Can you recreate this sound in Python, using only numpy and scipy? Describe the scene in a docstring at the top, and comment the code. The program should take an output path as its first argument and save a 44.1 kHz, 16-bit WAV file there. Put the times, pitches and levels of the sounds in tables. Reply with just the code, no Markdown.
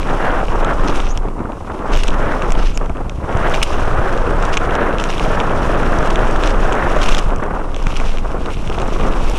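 """Wind tears in gusts at a camera on a rider's chest as a mountain bike runs fast down a wet gravel trail. The
air is coloured noise whose level and pitch follow the stream, over slow swings that buffet the microphone. The
tyres are hissing noise and ringing grains of grit, falling quiet where the bike goes light. Stones, cables and
the chain's hardest slaps click as struck modes, the chain rattles in bursts of small slaps in the compressions,
and decaying sines make the camera mount thump; there are also brief squeaks and swishes of spray."""
import sys
import numpy as np
from scipy import signal
from scipy.fft import rfft, irfft, next_fast_len
from scipy.io import wavfile
from scipy.ndimage import uniform_filter1d, map_coordinates

SR = 44100
rng = np.random.default_rng(int(sys.argv[2]) if len(sys.argv) > 2 else 0)


def store_pcm(level_fs):
    """Save levels as 16-bit WAV."""
    pcm = np.round(np.clip(level_fs, -1, 1) * 32767).astype(np.int16)
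    wavfile.write(sys.argv[1], SR, np.atleast_2d(pcm).T)


N = 413658
TIME = np.arange(N) / SR

# The bike's dead modes, heard through the camera case.
# Each row: centre pitch in Hz, width in Hz, average strength in dB.
KNOCK_MODES = [(2205, 810, -1), (2654, 960, 6.5), (3170, 1270, 5.5), (3693, 830, -1)]


def from_db(db):
    """Decibels to gain."""
    return 10 ** (np.asarray(db) / 20)


def rms_one(x):
    """Scale to unit rms."""
    return x / np.sqrt(np.mean(x ** 2) + 1e-20)


def in_time(rows):
    """One curve per column after the time in seconds, joined by straight lines."""
    s, *columns = np.transpose(rows)
    return [np.interp(TIME, s, column) for column in columns]


def drift(rate):
    """Random wandering of spread 1: noise through two equal low-pass poles at a rate in Hz."""
    step = 20  # samples between the points of the curve
    settle = 2000  # points left out while the filter settles
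    pole = np.exp(-2 * np.pi * rate * step / SR)
    points = rng.standard_normal(N // step + settle + 2)
    slow = signal.lfilter([1], [1, -2 * pole, pole * pole], points)[settle:]
    return np.interp(np.arange(N) / step, np.arange(len(slow)), rms_one(slow))


def colour(x, spectrum):
    """Give x a spectrum that falls away beyond its ends; rms 1."""
    size = next_fast_len(N, True)
    hz = np.maximum(np.arange(size // 2 + 1) * SR / size, 1)
    points_hz, points_db = np.transpose(spectrum)
    skirts = np.minimum(1, np.minimum(hz / points_hz[0], points_hz[-1] / hz)) ** 2
    gain = skirts * from_db(np.interp(np.log(hz), np.log(points_hz), points_db))
    return rms_one(irfft(rfft(x, size) * gain, size)[:N])


def noise(spectrum):
    """Coloured noise of rms 1."""
    return colour(rng.standard_normal(N), spectrum)


def split(x, hz):
    """The parts of x below and above a frequency."""
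    low = signal.sosfiltfilt(signal.butter(4, hz, fs=SR, output="sos"), x)
    return low, x - low


def soften(x, hz, order):
    """A contact of finite length has little energy above some frequency."""
    return signal.sosfilt(signal.butter(order, hz, fs=SR, output="sos"), x)


def add(out, s, sound):
    """Mix a short sound in at a time in seconds."""
    start = max(0, int(s * SR))
    out[start:start + len(sound)] += sound[:max(0, N - start)]


def resonance(x, hz, width):
    """One mode, its width in Hz; a unit click leaves unit energy."""
    r, w = np.exp(-np.pi * width / SR), 2 * np.pi * hz / SR
    return np.sqrt((1 - r * r) / 2) * signal.lfilter([1, 0, -1], [1, -2 * r * np.cos(w), r * r], x)


def resonate(x, modes):
    """Ring modes side by side, in alternating sign; white noise keeps its power."""
    out, total = 0, np.linalg.norm(from_db(np.array(modes)[:, 2]))
    for k, (hz, width, db) in enumerate(modes):
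        # the tiny offset keeps the silent filter from slowing down
        out = out + (-1) ** k * from_db(db) / total * resonance(x + 1e-18, hz, width)
    return out


def strike(times, level_db, modes, scatter_db=1.0, tilt_db=0, detune_octaves=0.073):
    """Each click rings the modes at a pitch and with strengths of its own, tilted per octave; 0 dB is unit energy."""
    out, click = np.zeros(N), signal.unit_impulse(SR // 100)
    mode_hz, mode_width, mode_db = np.transpose(modes)
    luck = rng.standard_normal((len(times), len(modes) + 1))
    tilts = np.outer(tilt_db, np.log2(mode_hz))
    strengths = from_db(mode_db + tilts + scatter_db * luck[:, 1:])
    pitches = 2 ** (detune_octaves * np.clip(luck[:, 0], -2, 2))
    for s, db, strength, pitch in zip(times, level_db, strengths, pitches):
        ring = 0
        for k in range(len(modes)):
            mode = resonance(click, pitch * mode_hz[k], mode_width[k])
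            ring = ring + (-1) ** k * strength[k] * mode
        add(out, s, from_db(db) * ring / np.linalg.norm(ring))
    return out


def floor_hiss(level_db=-58):
    """Faint steady hiss that shows in the lulls."""
    # Colour of the hiss. Each row: frequency in Hz, density in dB per Hz.
    hiss_spectrum = [(4000, 0), (9500, 3), (11500, -8), (15000, -15)]
    return from_db(level_db) * noise(hiss_spectrum)


def buffeting(swing_gain_db=1.5, rumble_gain_db=0.0, lumpy_db=4.5, evenness=0.55):
    """The shaking chest pushes the diaphragm to and fro, over a lumpy rumble of large eddies."""
    # How hard the trail shakes the rider's chest. Each row: time in seconds, relative pressure swing in dB.
    chest_shake = [(0.0, -19), (1.04, -11), (1.56, -33.5), (1.88, -26), (1.93, -7.5), (2.4, -22.5),
                   (2.56, -9), (3.29, -30.5), (3.37, -16), (4.49, -14), (4.65, -19), (6.63, -12.5),
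                   (6.76, -21.5), (7.11, -7.5), (7.52, -22.5), (8.07, -12.5), (8.41, -19.5), (9.38, -11.5)]
    # The low rumble over time. Each row: time in seconds, relative level in dB.
    rumble_course = [(0.0, -27.5), (1.5, -32.5), (3.2, -26.5), (4.1, -25), (5.1, -26), (5.7, -23),
                     (6.8, -29.5), (7.8, -29.5), (8.2, -30), (8.8, -25), (9.38, -28.5)]
    # Colours of the swings and of the rumble. Each row: frequency in Hz, density in dB per Hz.
    swing_spectrum = [(5, 0), (10, -10.5), (15, 8), (21, -1.5), (27, 4.5), (36, -10), (48, -16), (70, -51)]
    rumble_spectrum = [(25, -27), (45, 3.5), (70, -2.5), (110, -6.5), (170, -10), (300, -18), (600, -23)]
    shake_db, = in_time(chest_shake)
    rumble_db, = in_time(rumble_course)
    swings = noise(swing_spectrum)
    size = np.abs(signal.hilbert(swings, next_fast_len(N, True)))[:N]
    # successive swings are of much the same size
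    swings = rms_one(swings / (uniform_filter1d(size, size=1500) + 0.045) ** evenness)
    rumble = noise(rumble_spectrum) * from_db(lumpy_db * np.clip(drift(rate=57), -2, 2))
    return swings * from_db(shake_db + swing_gain_db) + rumble * from_db(rumble_db + rumble_gain_db)


def gusts(full_wind_db=-23, gust_db=0.43, lull_gust_slope=0.024):
    """The stream wavers several times a second, more widely when it is weak: dB above a full stream."""
    # Strength of the air stream over the camera. Each row: time in seconds, strength in dB as upper rush.
    air_stream = [(0.0, -28), (0.03, -30), (0.095, -21), (0.125, -25), (0.19, -23.5), (0.27, -19.5),
                  (0.41, -22.5), (0.47, -33), (0.53, -24), (0.58, -26), (0.705, -18.5), (0.745, -26.5),
                  (0.79, -24), (0.94, -23.5), (1.04, -30), (1.15, -34), (1.27, -32.5), (1.33, -35),
                  (1.45, -31), (1.55, -35), (1.64, -37), (1.69, -26.5), (1.77, -30), (1.93, -24),
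                  (2.01, -31.5), (2.1, -30.5), (2.14, -24.5), (2.28, -21), (2.39, -26), (2.45, -23.5),
                  (2.52, -26.5), (2.59, -25), (2.73, -42.5), (2.81, -31), (2.93, -34.5), (3.0, -33.5),
                  (3.16, -43.5), (3.23, -29.5), (3.46, -19), (3.53, -22), (3.57, -27.5), (3.69, -31),
                  (3.73, -24), (4.07, -22), (4.2, -24), (4.5, -22), (4.58, -26), (4.66, -22), (4.82, -18.5),
                  (4.98, -24.5), (5.06, -23), (5.13, -30), (5.31, -20.5), (5.48, -23), (5.72, -21),
                  (6.02, -21), (6.6, -23), (6.82, -20), (6.97, -21), (7.17, -26), (7.24, -28.5),
                  (7.34, -25.5), (7.39, -30), (7.43, -22.5), (7.47, -28.5), (7.57, -27.5), (7.62, -31),
                  (7.72, -34.5), (7.85, -32.5), (8.06, -31.5), (8.13, -34), (8.21, -38), (8.27, -29),
                  (8.35, -27), (8.42, -34), (8.49, -25), (8.53, -38.5), (8.65, -34.5), (8.81, -27),
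                  (8.96, -29.5), (9.07, -25), (9.38, -33)]
    stream_db, = in_time(air_stream)
    excess_db = stream_db - full_wind_db
    depth_db = gust_db + lull_gust_slope * np.clip(-excess_db, 0, 8)
    return excess_db + depth_db * np.clip(drift(rate=11.96), -2, 2)


def puffs(slack_s=0.024, slack_share=1.0, rise_s=0.0057, fall_s=0.011):
    """The flow slackens for an instant before each eddy, then jumps: a level in dB."""
    # The strongest single eddies breaking on the camera.
    # Each row: time of the jump in seconds, relative rise in dB.
    single_eddies = [(0.215, -0.5), (0.482, 6), (0.835, 3.5), (1.262, 0), (1.605, 13), (1.671, 6),
                     (1.697, 6), (2.415, 5.5), (2.81, 6), (2.894, 7), (2.948, 5), (3.003, 6), (3.278, 2.5),
                     (4.602, 3), (5.927, 3), (7.421, 7), (7.636, 5), (7.787, 6.5), (7.998, 4), (8.696, 7.5),
                     (8.777, 8.5), (8.878, 6), (8.997, 7)]
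    out, t = np.zeros(N), TIME[:SR // 10]
    corners_s = np.cumsum([0, slack_s, rise_s, fall_s])
    shape = np.interp(t, corners_s, [0, -slack_share, 1, 0])
    for s, db in single_eddies:
        add(out, s - slack_s - rise_s / 2, db * shape)
    return out


def with_the_flow(x, gust_db, shift_octaves, octaves_per_db=0.04):
    """Faster air sheds faster eddies: the whole roar slides up in a gust and down in a lull."""
    speed = 2 ** (shift_octaves + octaves_per_db * np.clip(gust_db, -6, 6))
    return map_coordinates(x, [np.cumsum(speed) % (N - 1)], order=3, mode="mirror")


def wind(low_db=-20.0, middle_db=-19.5, edge_db=-19.5, flutter_db=1.0, tear_db=0.66, patchy_db=2.0,
         lull_slope=0.18, evenness=0.5, puff_share=0.94):
    """Eddies shed by the camera: fast air is a bright, even roar; in the lulls it turns dull and ragged."""
    # Colour of the rush in a full stream. Each row: frequency in Hz, density in dB per Hz.
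    rush_spectrum = [(90, -3.5), (170, -1.5), (300, 0.5), (560, 1), (850, -2.5), (1350, -2.5), (1700, -8.5),
                     (2080, -17), (2750, -24), (3600, -33.5), (4600, -54), (5700, -52), (9600, -45),
                     (15000, -77)]
    # The low part of the rush, against the rest. Each row: time in seconds, added level in dB.
    low_roar = [(0.0, 3), (0.35, -1.5), (0.8, 1), (0.9, 6), (1.02, -3), (1.45, 4.5), (1.56, -1), (1.9, 0.5),
                (2.65, 0), (2.83, 3.5), (3.15, -3.5), (3.65, -3), (4.5, -2), (5.1, 0.5), (5.5, 1),
                (6.9, -0.5), (7.4, -0.5), (8.0, -0.5), (8.38, 1.5), (8.7, -1.5), (9.05, 5), (9.38, -1.5)]
    # The roar brightens and dulls as the stream meets the camera at changing angles.
    # Each row: time in seconds, shift in octaves.
    angle_shift = [(0.0, -0.022), (0.18, 0.015), (0.26, 0.12), (0.35, 0.0033), (0.88, -0.065),
                   (1.03, 0.083), (1.35, -0.19), (1.7, 0.0012), (1.78, -0.14), (2.0, -0.0095), (2.38, 0.12),
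                   (2.46, -0.053), (2.68, 0.083), (3.0, 0.1), (3.15, -0.085), (3.48, 0.076), (4.02, -0.05),
                   (4.07, 0.2), (4.13, -0.04), (4.35, -0.12), (4.42, 0.05), (5.5, -0.044), (5.9, -0.069),
                   (6.9, -0.0043), (7.3, -0.066), (7.44, 0.098), (7.7, -0.046), (8.12, 0.15), (8.32, -0.14),
                   (8.5, 0.0073), (9.38, 0.0029)]
    gust_db = gusts()
    roar_db, = in_time(low_roar)
    shift_octaves, = in_time(angle_shift)
    body, edge = split(with_the_flow(noise(rush_spectrum), gust_db, shift_octaves), hz=1090)
    low, middle = split(body, hz=390)
    ragged = 1 + lull_slope * np.clip(-gust_db, 0, 8)
    flutter = flutter_db * np.clip(drift(rate=48), -2, 2)
    eddies_db = ragged * (flutter + tear_db * drift(rate=126))
    # each part gains so many dB for each dB of the stream, the edge most
    parts = [(low, low_db + roar_db + 0.79 * gust_db),
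             (middle, middle_db + 0.92 * gust_db),
             (edge, edge_db + 1.03 * gust_db)]
    rush = 0
    for part, db in parts:
        # a steady stream keeps its strength from one twentieth of a second to the next
        swell = rms_one(np.sqrt(uniform_filter1d(part ** 2, size=2400) + 1e-12))
        rush = rush + part / swell ** evenness * from_db(db + patchy_db * drift(rate=134))
    return rush * from_db(eddies_db + puff_share * puffs())


def thumps(cycles=0.43):
    """The camera rocks on its harness: a sine that dies away within about one cycle."""
    # Camera mount thumps. Each row: start in seconds, level in dB before the decay, pitch in Hz.
    mount_thumps = [(1.449, -7.5, 116.9), (3.351, 0, 64), (7.868, -3, 110.1)]
    out, t = np.zeros(N), TIME[:SR // 10]
    for s, db, hz in mount_thumps:
        decay = np.exp(-(t * hz / cycles) ** 2)
        add(out, s, from_db(db) * np.sin(2 * np.pi * hz * t) * decay)
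    return out


def squeaks(waver_hz=190):
    """A rough, gliding whistle while the pad grazes the rotor and keeps catching and slipping."""
    # Brief squeaks of a brake rotor, around whose glide the pitch wavers.
    # Each row: start in seconds, length in seconds, first pitch in Hz, last pitch in Hz, level in dB at the crest.
    rotor_squeaks = [(1.073, 0.065, 5800, 6670, -35.5), (2.738, 0.042, 7050, 6660, -39)]
    out, waver = np.zeros(N), waver_hz * drift(rate=900)
    grip = rms_one(1 + drift(rate=700))
    for s, length, start_hz, end_hz, db in rotor_squeaks:
        count = int(length * SR)
        pitch = np.linspace(start_hz, end_hz, count) + waver[:count]
        whistle = np.sqrt(2) * np.sin(2 * np.pi * np.cumsum(pitch) / SR)
        add(out, s, from_db(db) * np.hanning(count) * grip[:count] * whistle)
    return out


def sprays():
    """A short, very high swish, as of water pressed out from under the tyre."""
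    # Wet spray in the hardest compressions.
    # Each row: start in seconds, length in seconds, rms level in dB at the crest.
    swishes = [(1.952, 0.032, -47), (3.535, 0.034, -50), (3.622, 0.02, -39)]
    # Colour of the spray. Each row: frequency in Hz, density in dB per Hz.
    spray_spectrum = [(10000, -12), (12200, 0), (15000, -5)]
    level = np.zeros(N)
    for s, length, db in swishes:
        add(level, s, from_db(db) * np.hanning(int(length * SR)))
    return level * noise(spray_spectrum)


def rattles(level_db=-3.0, sizzle_db=-11.0, ring_db=-12.0, links_per_s=1000, clump_db=4.0,
            swell_share=0.24, fade_share=0.8, even_ring_db=-22.5, ring_slope=1):
    """Chain links slap in a dense burst as the bike bottoms out; the harder the slap, the brighter the metal rings."""
    # Chain and drivetrain rattles.
    # Each row: start in seconds, relative level in dB, time scale of swell and fade in seconds.
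    chain_bursts = [(0.868, -26.5, 0.034), (1.033, -32, 0.039), (1.913, -25, 0.074), (2.034, -16.5, 0.0042),
                    (2.563, -29.5, 0.083), (2.65, -30, 0.03), (3.534, -26, 0.039), (3.626, -14, 0.0054),
                    (4.521, -24, 0.023), (4.995, -24, 0.014), (5.086, -25.5, 0.022), (6.101, -20.5, 0.0067),
                    (6.432, -24.5, 0.063), (7.015, -21, 0.023), (7.052, -24, 0.023), (7.085, -23, 0.0045),
                    (7.111, -24, 0.018), (7.146, -16, 0.0032), (7.179, -19.5, 0.012), (7.816, -36, 0.027),
                    (7.959, -24, 0.012), (8.075, -32, 0.041)]
    # Colour of the slapping links. Each row: frequency in Hz, density in dB per Hz.
    chain_spectrum = [(1200, 14), (2100, 9), (2700, 13.5), (3600, 9), (4800, 2), (6200, 7), (8000, -19),
                      (10500, -11), (15000, -28)]
    # The ring of the chain and its guide. Each row: pitch in Hz, width in Hz, strength in dB.
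    chain_modes = [(2870, 89, -1.5), (3940, 170, 2), (5220, 300, -2.5), (6700, 96, -2), (7600, 410, -5.5),
                   (8880, 120, -6), (10500, 350, -14), (13600, 1800, -21)]
    burst, bright, t = np.zeros(N), np.zeros(N), TIME[:SR // 5]
    for s, db, length in chain_bursts:
        progress = t / length
        swell = np.minimum(1, progress / swell_share)
        shape = swell * np.exp(-np.maximum(0, progress - .6) / fade_share)
        add(burst, s, from_db(db) * shape)
        # slaps above the even level ring brighter by ring_slope dB per dB
        add(bright, s, from_db(db + ring_slope * (db - even_ring_db)) * shape)
    touches = rng.random(N) < links_per_s / SR
    clumps = from_db(clump_db * np.clip(drift(rate=120), -2, 2))
    links = rms_one(touches * clumps * rng.choice([-1, 1], N))
    clack, sizzle = split(colour(links, chain_spectrum), hz=6850)
    ring = resonate(bright * links, chain_modes)
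    return from_db(level_db) * burst * clack + from_db(sizzle_db) * bright * sizzle + from_db(ring_db) * ring


def pebbles(hiss_db, per_s=26, gain_db=19.5, spread_db=4.5, top_hz=4300):
    """Small stones flung against frame and mudguard, harder where the tyres bite."""
    draws = rng.random((1500, 3))
    kept = draws[:, 2] < per_s * TIME[-1] / len(draws)
    moment, size, _ = draws[kept].T
    times = moment * TIME[-1]
    # the smaller the draw, the louder the stone
    level_db = np.interp(times, TIME, hiss_db) + gain_db - spread_db * np.log(np.maximum(size, .06))
    return soften(strike(times, level_db, KNOCK_MODES[1:], detune_octaves=0.11), top_hz, order=4)


def knocks(knock_gain_db=-6.5, snap_gain_db=-5.0, thud_gain_db=-8.5, crack_gain_db=-3.0, crack_slope=2.2,
           chatter_db=-13, chatter_s=0.0018):
    """Dry clicks over a dull thud, each followed by a moment of faint chatter from loose parts."""
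    # The loudest hits on the bike: stones and cables, and the hard first contacts of chain slaps. Each row:
    # time in seconds, relative knock level in dB, # relative snap level in dB, brightness of the knock in dB
    # per octave.
    frame_hits = [(0.0302, 0.5, -22, 0), (0.097, -2, -26, -3), (0.4832, 0, -24, -3), (0.6467, 2, -7.5, 27),
                  (1.0014, 6, -17, 3), (1.0686, -1, -19, 0), (1.1606, -10, -29, 0), (1.1749, 2.5, -2.5, 6),
                  (1.285, -11.5, -32, 0), (1.392, -13, -32, 3), (1.52, -9, -25, 1), (1.7188, -10, -32, 0),
                  (1.9256, -7, -14, 0), (1.9525, 5, -11, 2), (1.973, 1, -6, 2), (2.0354, -1, -4, 5),
                  (2.0712, 1, -12, 2), (2.0805, 3, -1, 6), (2.0843, 7.5, -6, 3), (2.105, -1, -14, 3),
                  (2.4217, 4.5, -11, 0), (2.5051, 0, -7, 1), (2.521, 4.5, 1, -5), (2.7748, 4.5, 2, -6),
                  (2.8595, -9, -20, 0), (2.896, -5, -22, -14), (2.97, -8.5, -33, -6),
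                  (3.0958, 1, -9.5, -9.5), (3.3262, -5, -20, -6), (3.3719, -3, -11, -7),
                  (3.4973, -6, -9, 5), (3.539, 7, -15, 10.5), (3.5435, 10, -4.5, -4), (3.551, 1, -9, 0),
                  (3.6173, 6, -15.5, -12), (3.6292, 12, 0, -9), (3.9313, -10, -28, -2),
                  (4.1279, -13, -14, 0), (4.1763, -1, -13, 3), (4.4257, 1, -8, 3), (4.4524, -1, -5, 16),
                  (4.5707, 12.5, 2, 2), (4.5743, 15, 3, -2), (4.613, -7, -26, 4.5), (4.7085, 0, -19, 0),
                  (4.753, 1, -5, 10), (4.9839, 4.5, -8, 7), (4.9989, 4, -13, 0), (5.012, 0, -11, 3),
                  (5.0393, 7, 0, 13), (5.049, -9, -16, 3), (5.1136, -4, -15, 0), (5.1807, 3, -12, 0),
                  (5.1962, 8, -11, -11), (5.4014, 10, -8, -3), (5.408, -2, -22, 2), (5.8312, -2, -14, 0),
                  (5.9873, -8, -5, 3), (6.0277, -4, -14, 3), (6.074, 0, -14, 2), (6.1576, 9.5, -5, -2),
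                  (6.1918, 2, -15, 4), (6.2705, -2, -19, 0), (6.3107, -9, -8.5, 2), (6.3616, 0, -12, 4),
                  (6.4362, 9.5, -5, 7), (6.4743, 4, -2.5, 2), (6.4952, -7, -16, 0), (6.5459, -3, -22, -2),
                  (6.724, 5, -6, -5), (6.7296, 0, -6, 3), (6.7524, -7, -11, 3), (6.9616, -4, -11, 0),
                  (7.016, 4.5, -7, 9), (7.0595, 2, -8, 3.5), (7.0903, 8, 0, 10), (7.11, -3, -5, 3),
                  (7.1225, 8, -13, 7), (7.1255, 7, -9, 7), (7.1479, 11, -0.5, 18), (7.169, 4, -4, -3),
                  (7.1895, 3, -5, 3.5), (7.1956, -9, -8, 3), (7.3609, -9, -9, 0), (7.3842, -11, -18, 0),
                  (7.4371, -9, -15, -13), (7.745, 1, -13, 5), (7.7635, 0.5, -8, -1), (7.826, -11, -11, 0),
                  (7.8686, 11, -4, -8), (7.9574, 1, -17, 0), (7.9713, -6, -5, 5), (8.0003, 3, -10, -3),
                  (8.1722, 2, -16, -1), (8.184, 1.5, -13, -4), (8.3168, -9, -21, 0), (8.4535, -11, -21, 0),
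                  (8.4595, 0, -17, 4), (8.5438, -5, -24, 0), (8.6748, 1, -13, 0), (8.6987, 1, -13, 2),
                  (8.7486, -5, -22, 0), (8.7855, 1, -19, -0.5), (8.7997, -3, -10, 2), (8.8182, 0.5, -10, 6),
                  (8.8781, -9, -14, -3), (8.998, -4, -20, -3), (9.0375, -9, -19, 0), (9.2977, -9, -4, 3),
                  (9.3176, -12, -19, 0)]
    # Modes of the high snap, the topmost crack and the dull thud.
    # Each row: centre pitch in Hz, width in Hz, average strength in dB.
    snap_modes = [(5840, 490, 0.35), (7120, 1800, 2.1), (8160, 1900, -1.5)]
    crack_modes = [(4570, 1700, 2), (10100, 1400, 2.5), (12800, 2800, -17)]
    thud_modes = [(330, 1100, 0.78), (617, 130, 1.4), (1510, 370, 0.15)]
    times, knock_db, snap_db, tilt_db = np.transpose(frame_hits)
    knock = strike(times, knock_db + knock_gain_db, KNOCK_MODES, tilt_db=tilt_db)
    snap = strike(times, snap_db + snap_gain_db, snap_modes)
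    # only hard contacts, with much snap for their knock, crack right up to the top
    hardness_db = np.minimum(snap_db - knock_db, -5)
    crack = strike(times, snap_db + crack_gain_db + crack_slope * hardness_db, crack_modes)
    thud = strike(times, knock_db + thud_gain_db, thud_modes)
    clicks = soften(knock, hz=4130, order=7) + soften(snap, hz=8600, order=5)
    clicks += crack + soften(thud, hz=1810, order=4)
    t, chatter = TIME[:SR // 100], np.zeros(N)
    tails = rng.standard_normal((len(times), len(t))) * np.sqrt(t) * np.exp(-t / chatter_s)
    for s, tail in zip(times, tails):
        click = clicks[int(s * SR):][:len(t)]
        add(chatter, s, np.convolve(click, tail / np.linalg.norm(tail)))
    return clicks + from_db(chatter_db) * chatter


def tyres(hiss_db, hiss_gain_db=-1.5, grit_gain_db=-3.0, grains_per_s=900, grain_spread_db=2.5,
          judder_db=2.0, grain_cycles=6.1):
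    """Wet tread hisses; under it grit crunches in clumps, each grain ringing briefly at one of twelve pitches."""
    # Colour of tread and grit. Each row: frequency in Hz, density in dB per Hz.
    gravel_spectrum = [(900, -2), (2000, 8), (2650, 12.5), (3400, 7), (4500, -1.5), (5650, 3), (7000, -3),
                       (8300, -5.5), (9700, -5), (11300, -16), (13000, -16), (15000, -24)]
    born = rng.random(N) < grains_per_s * from_db(4 * drift(rate=14)) / SR
    strengths = from_db(grain_spread_db * np.minimum(rng.exponential(1, N), 4))
    grains = born * strengths * rng.choice([-1, 1], N)
    pitches = np.geomspace(2000, 8000, 12)
    dealt = rng.integers(0, len(pitches), N)
    grit = 0
    for k, hz in enumerate(pitches):
        grit = grit + resonance(grains * (dealt == k) + 1e-18, hz, hz / grain_cycles) * np.sqrt(hz)
    hiss = from_db(hiss_gain_db) * noise(gravel_spectrum)
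    tread = hiss + from_db(grit_gain_db) * colour(grit, gravel_spectrum)
    return tread * from_db(hiss_db + judder_db * drift(rate=25))


def scene():
    """Air and bike, close up and in the open."""
    # How hard the tyres bear on the gravel, as their hiss. Each row: time in seconds, relative level in dB.
    tyre_bite = [(0.0, -41), (0.78, -42), (0.99, -34.5), (1.2, -51), (1.33, -57), (1.6, -53), (1.85, -46),
                 (2.0, -37.5), (2.2, -43.5), (2.66, -39), (2.87, -53.5), (3.16, -53.5), (3.37, -43.5),
                 (3.55, -35), (3.84, -40.5), (4.91, -42), (5.02, -38.5), (5.17, -35), (5.5, -40),
                 (6.11, -37.5), (6.74, -40), (6.97, -37.5), (7.1, -31), (7.22, -39), (7.33, -44),
                 (7.39, -51.5), (7.71, -46.5), (7.97, -36.5), (8.12, -39.5), (8.23, -46.5), (8.43, -45.5),
                 (8.52, -41.5), (8.8, -38), (9.2, -39), (9.38, -33)]
    hiss_db, = in_time(tyre_bite)
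    air = floor_hiss() + buffeting() + wind()
    bike = squeaks() + sprays() + rattles() + pebbles(hiss_db) + knocks() + tyres(hiss_db)
    return (air + thumps() + bike)[None]


def record(dry):
    """The highest peaks are rounded and the top is cut."""
    rounded = dry / (1 + (dry / .95) ** 6) ** (1 / 6)
    cutoff_hz = 15050
    return signal.sosfilt(signal.ellip(10, .2, 80, cutoff_hz, fs=SR, output="sos"), rounded)


dry = scene()
out = record(dry)
store_pcm(out)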